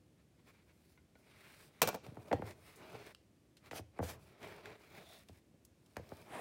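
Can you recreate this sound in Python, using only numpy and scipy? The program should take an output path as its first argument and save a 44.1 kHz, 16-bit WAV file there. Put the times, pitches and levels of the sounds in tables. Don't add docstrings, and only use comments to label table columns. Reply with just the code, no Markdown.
import sys
import numpy as np
from scipy import signal
from scipy.fft import rfft, irfft, next_fast_len
from scipy.io import wavfile
from scipy.ndimage import uniform_filter1d, map_coordinates

SR = 44100
rng = np.random.default_rng(int(sys.argv[2]) if len(sys.argv) > 2 else 0)


def unload_wav(signal):
    wavfile.write(
        sys.argv[1],
        SR,
        np.round(np.clip(np.atleast_2d(signal).T, -1, 1) * 32767).astype(np.int16),
    )


N = 282598
TIME = np.arange(N) / SR

# frequency in Hz, relative level in dB.
AIR_EQ = [(15, -60), (25, -47), (59, -2), (165, -4), (276, -8), (342, -8.5), (449, -15.5), (513, -15),
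          (981, -27), (1060, -26.5), (1390, -29), (2150, -27.5), (3580, -31.5), (9210, -35), (15800, -42.5)]
COVER_EQ = [(59, -41), (100, -5.5), (605, -3), (687, -2), (764, -1), (1170, -6.5), (1380, -11.5),
            (2110, -10), (6350, -32.5), (9110, -23), (15800, -38)]
PAGES_EQ = [(100, -3), (500, 9.5), (1200, 5.5), (2400, 3), (5000, -0.5), (6500, -2.5), (9000, -3.5),
            (15500, -6)]
DRAG_EQ = [(60, -17.5), (110, 1), (200, -3.5), (280, -4), (340, -1), (430, 4.5), (510, -7), (590, 2),
           (720, -4.5), (1000, -8.5), (1500, -14.5), (3000, -43.5)]
SKIN_EQ = [(400, -21.5), (900, -1), (1450, 1.5), (1750, 1), (2350, 4), (3100, -5.5), (3900, -5),
           (5200, -12), (8000, -24), (15000, -33)]
HISS_EQ = [(1500, -15.5), (3000, -1), (3900, 1.5), (5000, 2.5), (6500, -2), (9500, 1), (12000, -2.5),
           (15500, -2)]
DESK_WAVE_EQ = [(25, -68.5), (60, -8), (115, 3), (165, -3), (260, -1), (450, -3), (800, 0), (1100, -7.5),
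                (2000, -4), (3000, -9.5), (5000, -8.5), (15000, -12)]
CRACK_EQ = [(100, -35), (400, -8), (1000, 2), (1450, 0), (1850, -6), (2500, 1.5), (3300, -2.5),
            (4300, -2.5), (8000, -5), (10500, -8), (12500, -5.5), (14500, -2.5), (16000, -3.5)]
BODY_EQ = [(40, -36), (100, -16), (190, 2.5), (270, -11.5), (400, 3.5), (800, 0), (1500, -9), (4000, -37)]
# frequency in Hz, t60 (time to fade by 60 dB) in seconds.
ROOM_DECAY = [(80, 0.76), (400, 0.28), (1200, 0.22), (2500, 0.39), (6000, 0.34), (15000, 0.12)]
# centre in Hz, width in Hz, relative gain in dB.
PAGE_EDGE_MODES = [(646, 87, 5.5), (3580, 340, 0)]
DESK_MODES = [(116, 93, 5.5), (283, 64, -1.5), (485, 120, 5.5), (727, 160, -6.5), (1370, 69, -21),
              (1980, 120, -21), (2630, 59, -26.5)]
# pitch in Hz, relative level in dB, t60 in seconds.
TAP_MODES = [(1000, -14, 0.061), (1465, -4.5, 0.11), (2100, -4, 0.053)]
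BOOM_MODES = [(81, -1, .2), (111.5, 12, 0.11)]
SLAP_MODES = [(195, -5.5, 0.34), (378, 6, 0.081), (485, 2.5, 0.11), (540, 0, .14), (817, -0.5, 0.097),
              (1123, 1, .14), (1160, 0, 0.099), (1465, 1, 0.12), (1610, -4.5, .14), (2350, -5, 0.2),
              (2435, -11, .18), (2640, -5, .19), (2760, -10, .18), (3944, -11, .12), (4109, -5.5, .11),
              (4695, -8, .11), (5875, -11.5, .11)]
# time in seconds, level in dB.
FINGERTIP_FADE = [(4.9, -80), (4.96, -69), (5.04, -68), (5.13, -61.5), (5.2, -70), (5.26, -99)]
# start, peak and end in seconds, level in dB.
PAGE_SWISHES = [(3.712, 3.762, 3.82, -52.5), (3.71, 3.784, 3.81, -48.5), (4.019, 4.04, 4.076, -49),
                (4.013, 4.1, 4.164, -46.5)]
# time of the hardest push, build-up and easing in seconds,
# then the relative levels of drag, skin rasp and paper hiss in dB.
HAND_STROKES = [(0.20, 0.0086, 0.017, -80, -76.5, -90), (0.40, 0.013, 0.014, -76, -76, -88),
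                (0.485, 0.016, 0.021, -65.5, -64.5, -70.5), (0.55, 0.054, 0.081, -85, -72, -82),
                (0.70, 0.019, 0.019, -78, -71, -89), (0.93, 0.28, 0.033, -87, -81.5, -78),
                (1.19, 0.031, 0.23, -75, -85, -79), (1.47, 0.23, 0.18, -73.5, -64, -76),
                (1.645, 0.26, 0.047, -72, -71, -67.5), (1.79, 0.11, 0.044, -74, -70, -78.5),
                (2.046, 0.017, 0.06, -61, -63, -71.5), (2.29, 0.22, 0.15, -60, -69.5, -73.5),
                (2.474, 0.023, 0.052, -50.5, -58, -62), (2.56, 0.018, 0.084, -67, -78, -76),
                (2.681, 0.057, 0.072, -67, -64, -66), (2.961, 0.18, 0.065, -55, -59, -68.5),
                (3.064, 0.041, 0.055, -58.5, -57.5, -66.5), (3.672, 0.032, .02, -65, -63, -71),
                (3.98, 0.04, 0.014, -62, -71, -83), (4.135, .025, 0.063, -58.5, -73, -87),
                (4.23, 0.037, 0.099, -72.5, -75.5, -74), (4.32, 0.061, .08, -64.5, -69, -88),
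                (4.443, 0.041, 0.17, -53.5, -57.5, -68), (4.663, 0.033, 0.093, -54.5, -57.5, -72),
                (4.83, 0.07, 0.11, -69.5, -66.5, -73.5), (4.975, 0.067, 0.071, -57.5, -60.5, -67.5),
                (5.13, 0.1, .1, -72.5, -65.5, -66.5), (5.38, 0.16, .015, -78, -77, -76),
                (5.93, 0.14, 0.038, -77, -85, -79), (6.19, 0.21, 0.14, -62, -67, -69.5)]
# start in seconds, level in dB, centre in Hz, t60 in seconds.
PAPER_TICKS = [(2.065, -46.5, 3080, 0.0146), (2.282, -54, 3240, 0.02), (2.3274, -32, 1390, 0.045),
               (2.509, -45, 2630, 0.016), (2.758, -53.5, 8700, 0.16), (3.148, -42, 2980, 0.0086),
               (3.568, -53.5, 3500, 0.069), (3.659, -54.5, 3000, 0.036), (3.7115, -47.5, 2490, 0.098),
               (3.988, -56.5, 7000, 0.012), (4.429, -48, 2400, 0.022), (4.657, -39, 1680, 0.016),
               (5.286, -51.5, 3520, 0.031), (5.65, -52.5, 7700, 0.033), (5.861, -60.5, 3880, 0.028),
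               (5.9591, -54.5, 1760, 0.022), (5.9683, -36.5, 4670, 0.0053), (6.091, -51.5, 5200, .008)]
# start in seconds, level in dB.
LIGHT_TAPS = [(0.9751, -63), (1.1531, -62)]
# start in seconds, level in dB,
# contact hardness as a treble cutoff in Hz, bass weight in dB.
DESK_BUMPS = [(1.154, -58, 706, 3), (1.851, -44.5, 400, 12), (2.0629, -44.5, 900, 8),
              (2.079, -42, 170, -11), (2.118, -46.5, 407, 3), (2.1695, -41, 1270, 12),
              (2.3109, -30.5, 705, -16), (2.3155, -25, 1640, 4.5), (2.3283, -21, 935, -5),
              (2.3317, -26.5, 635, -9), (2.393, -36, 750, 10), (2.421, -33, 1410, 6.5),
              (2.949, -41, 1000, -14), (3.7118, -39, 3250, -3), (3.7306, -37, 1480, 0),
              (3.7921, -39.5, 930, 11.5), (3.9903, -29.5, 1266, 10.5), (4.0014, -30, 980, 11.5),
              (4.027, -32.5, 1010, 3), (4.038, -35.5, 200, 10), (5.293, -48, 949.7, 15.5),
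              (5.538, -58, 398, 5), (5.9667, -36, 2200, 6.5), (5.994, -41.5, 596, 3),
              (6.118, -38.5, 1190, 5.5)]
# start in seconds, level in dB, t60 of the crack in seconds,
# level of the body against the crack in dB.
BOOK_SLAPS = [(1.8175, -16.5, .028, -18), (1.8262, -23, .032, -5), (1.8325, -32, .03, 0),
              (1.874, -28.5, .03, -3), (1.8812, -34.5, .025, 1), (1.8875, -29.5, .026, -3),
              (1.929, -54, .03, 11), (1.943, -43, .025, -2), (1.9475, -41, .022, 2), (1.958, -51, .02, -6)]

RUB_ATTACK_S, RUB_RELEASE_S = 0.016, 0.0084
RUB_SWELL_DB, RUB_SAG_DB = 8.5, 6.5
SLAP_BUMP_DB, SLAP_BUMP_GROWTH = -13, 0.57
SLAP_HARD_HZ, SLAP_BASS_DB = 1050, -28


def amp(db):
    return 10 ** (np.asarray(db) / 20)


def unit(x):
    return x / np.sqrt(np.mean(x ** 2) + 1e-20)


def along(points, hz):
    f, v = np.transpose(points)
    return np.interp(np.log(hz + 1), np.log(f + 1), v)


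def filtered(x, response):
    size = next_fast_len(len(x) + SR // 4)
    return irfft(rfft(x, size) * response(np.fft.rfftfreq(size, 1 / SR)), size)[:len(x)]


def coloured(x, eq):
    return unit(filtered(x, lambda hz: amp(along(eq, hz))))


def resonances(modes, hz):
    return sum(amp(db) * 1j * hz * w / (c * c - hz * hz + 1j * hz * w) for c, w, db in modes)


def wobble(rate):
    return map_coordinates(rng.standard_normal(int(N * rate / SR) + 4), [TIME * rate])


def add(track, s, sound):
    part = track[round(s * SR):][:len(sound)]
    part += sound[:len(part)]


def room_tone(level_db=-68.5):
    return amp(level_db) * coloured(rng.standard_normal(N), AIR_EQ)


def in_room(x, wet_db):
    hz, frame_s, noise = signal.stft(rng.standard_normal(SR // 2), SR, nperseg=256)
    decay = amp(-60 * frame_s / along(ROOM_DECAY, hz)[:, None])
    tail = signal.istft(noise * decay, SR, nperseg=256)[1]
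    tail *= 1 - np.exp(-np.arange(len(tail)) / SR / 0.002)
    return x + amp(wet_db) * signal.fftconvolve(x, tail / np.linalg.norm(tail))[:len(x)]


def friction(eq, rate, grain_db):
    slips = (rng.random(N) < rate / SR) * rng.standard_normal(N)
    return coloured(rng.standard_normal(N) + amp(grain_db) * unit(slips), eq)


def flexing(x, depth_db):
    bands = signal.stft(x, nperseg=512)[2]
    drift = uniform_filter1d(rng.standard_normal(bands.shape), size=4, axis=0)
    drift = uniform_filter1d(drift, size=22, axis=1)
    return unit(signal.istft(bands * amp(depth_db * unit(drift)), nperseg=512)[1][:N])


def skid(start_s=6.25, rise_s=0.091, full_db=-46.5, swell_db=25.5, judder_db=0.9):
    speed = np.clip((TIME - start_s) / rise_s, 0, 1)
    db = full_db - swell_db * (1 - speed) + judder_db * wobble(80)
    return friction(COVER_EQ, rate=2100, grain_db=-13) * amp(db) * (speed > 0)


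def fingertip():
    s, db = np.transpose(FINGERTIP_FADE)
    rasp = unit(filtered(rng.standard_normal(N), lambda hz: resonances(PAGE_EDGE_MODES, hz)))
    return rasp * amp(np.interp(TIME, s, db) + wobble(89)) * (TIME > s[0]) * (TIME < s[-1])


def swishes(depth_db=24):
    level = np.zeros(N)
    for start, peak, end, db in PAGE_SWISHES:
        swell_db = np.interp(TIME, [start, peak, end], [-depth_db, 0, -depth_db])
        level += amp(db + swell_db) * (TIME > start) * (TIME < end)
    brush = flexing(friction(PAGES_EQ, rate=5500, grain_db=-0.5), depth_db=2.5)
    return in_room(level * brush, wet_db=-23)


def stroke(t, build_up, easing):
    attack, release = (t + build_up) / RUB_ATTACK_S, (easing - t) / RUB_RELEASE_S
    grip = np.exp(np.minimum(attack, release).clip(-20, 0))
    return grip * amp(np.interp(t, [-build_up, 0, easing], [-RUB_SWELL_DB, 0, -RUB_SAG_DB]))


def rubs(drag_trim_db=1, judder_db=1.58, snag_db=-6):
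    clock = TIME[::20]
    powers = sum((amp(layers_db)[:, None] * stroke(clock - push, build_up, easing)) ** 2
                 for push, build_up, easing, *layers_db in HAND_STROKES)
    drag_env, rasp_env, hiss_env = [np.interp(TIME, clock, np.sqrt(power)) for power in powers]
    judder = judder_db * wobble(70)
    drag = drag_env * amp(drag_trim_db + judder) * friction(DRAG_EQ, rate=550, grain_db=-8.5)
    rasp = rasp_env * amp(judder) * flexing(friction(SKIN_EQ, rate=900, grain_db=-6), depth_db=1.5)
    hiss = hiss_env * amp(judder / 2) * flexing(friction(HISS_EQ, rate=1300, grain_db=-6), depth_db=2.5)
    snags = hiss_env * amp(snag_db) * friction(HISS_EQ, rate=110, grain_db=15)
    return drag + rasp + hiss + snags


def ticks(relative_width=0.9, rise_s=0.00034, wet_db=-14):
    out, t = np.zeros(N), np.arange(SR // 4) / SR
    for s, db, centre_hz, t60 in PAPER_TICKS:
        burst = rng.standard_normal(len(t)) * amp(-60 * t / t60) * (1 - np.exp(-t / rise_s))
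        band = [(centre_hz, relative_width * centre_hz, 0)]
        flick = filtered(burst, lambda hz: resonances(band, hz) / (1 + .25j * hz / centre_hz))
        add(out, s, amp(db) * in_room(flick / np.abs(flick).max(), wet_db))
    return out


def ringing(modes, t, blur_hz=24):
    hz, db, t60 = np.transpose(modes)[:, :, None]
    drift = np.cumsum(rng.standard_normal((len(modes), len(t))), axis=1)
    phase = 2 * np.pi * (hz * t + rng.random(hz.shape)) + drift * np.sqrt(2 * np.pi * blur_hz / SR)
    struck_db = db + 2 * rng.standard_normal(hz.shape)
    return np.sum(amp(struck_db - 60 * t / t60) * np.sin(phase), axis=0)


def taps(rise_s=.0007, click_db=-3, click_t60=0.047, wet_db=-13):
    out, t = np.zeros(N), np.arange(SR // 4) / SR
    for s, db in LIGHT_TAPS:
        click = coloured(rng.standard_normal(len(t)), SKIN_EQ) * amp(click_db - 60 * t / click_t60)
        tap = (click + ringing(TAP_MODES, t)) * (1 - np.exp(-t / rise_s))
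        add(out, s, amp(db) * in_room(tap, wet_db))
    return out


def bumps(spread=0.1475, front_hz=3500, scatter_db=-6, scatter_t60=0.082, ring_db=-3,
          boom_db=-18, boom_rise_s=0.013, wet_db=-15):
    out, t = np.zeros(N), np.arange(SR // 2) / SR
    hz = np.fft.rfftfreq(len(t), 1 / SR)
    slow_hz = np.minimum(hz, front_hz)
    travel = np.exp(-2j * np.pi * spread * (2 * np.sqrt(slow_hz) - slow_hz / np.sqrt(front_hz)))
    desk = amp(along(DESK_WAVE_EQ, hz)) * travel * (1 + amp(ring_db) * resonances(DESK_MODES, hz))
    boom = sum(amp(db - 60 * t / t60) * np.sin(2 * np.pi * f * t) for f, db, t60 in BOOM_MODES)
    boom *= 1 - np.exp(-(t / boom_rise_s) ** 2)
    landings = [(s, SLAP_BUMP_DB + SLAP_BUMP_GROWTH * db, SLAP_HARD_HZ, SLAP_BASS_DB)
                for s, db, *_ in BOOK_SLAPS]
    for s, db, hard_hz, bass_db in landings + DESK_BUMPS:
        contact = 1 / np.sqrt(1 + (hz / hard_hz) ** 6)
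        low_shelf = amp(bass_db / (1 + (hz / 180) ** 2))
        echoes = rng.standard_normal(len(t)) * amp(-60 * t / scatter_t60)
        scatter = 1 + amp(scatter_db) * rfft(echoes) / np.linalg.norm(echoes)
        wave = irfft(desk * contact * low_shelf * scatter, len(t)) * (t < t[-1] / 2)
        bump = wave / np.abs(wave).max() + amp(boom_db + bass_db) * boom
        add(out, s, amp(db) * in_room(bump, wet_db))
    return out


def slaps(attack_s=.0004, swell_s=.003, body_t60=0.048, ring_db=-21, wet_db=-16):
    out, t = np.zeros(N), np.arange(SR // 2) / SR
    attack, swell = 1 - np.exp(-t / attack_s), 1 - np.exp(-t / swell_s)
    for s, db, crack_t60, body_db in BOOK_SLAPS:
        crack = coloured(rng.standard_normal(len(t)), CRACK_EQ) * amp(-60 * t / crack_t60) * attack
        body = coloured(rng.standard_normal(len(t)), BODY_EQ) * amp(body_db - 60 * t / body_t60)
        ring = amp(ring_db) * ringing(SLAP_MODES, t)
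        add(out, s, amp(db) * in_room(crack + swell * (body + ring), wet_db))
    return out


def scene():
    hits = slaps() + bumps() + taps() + ticks()
    textures = rubs() + swishes() + fingertip() + skid()
    return (hits + textures + room_tone())[None]


def record(dry, low_cut_hz=45, top_hz=15900):
    thinned = signal.sosfilt(signal.butter(2, low_cut_hz, "highpass", fs=SR, output="sos"), dry[0])
    return filtered(thinned, lambda hz: 1 / np.sqrt(1 + (hz / top_hz) ** 160))[None]


dry = scene()
out = record(dry)
unload_wav(out)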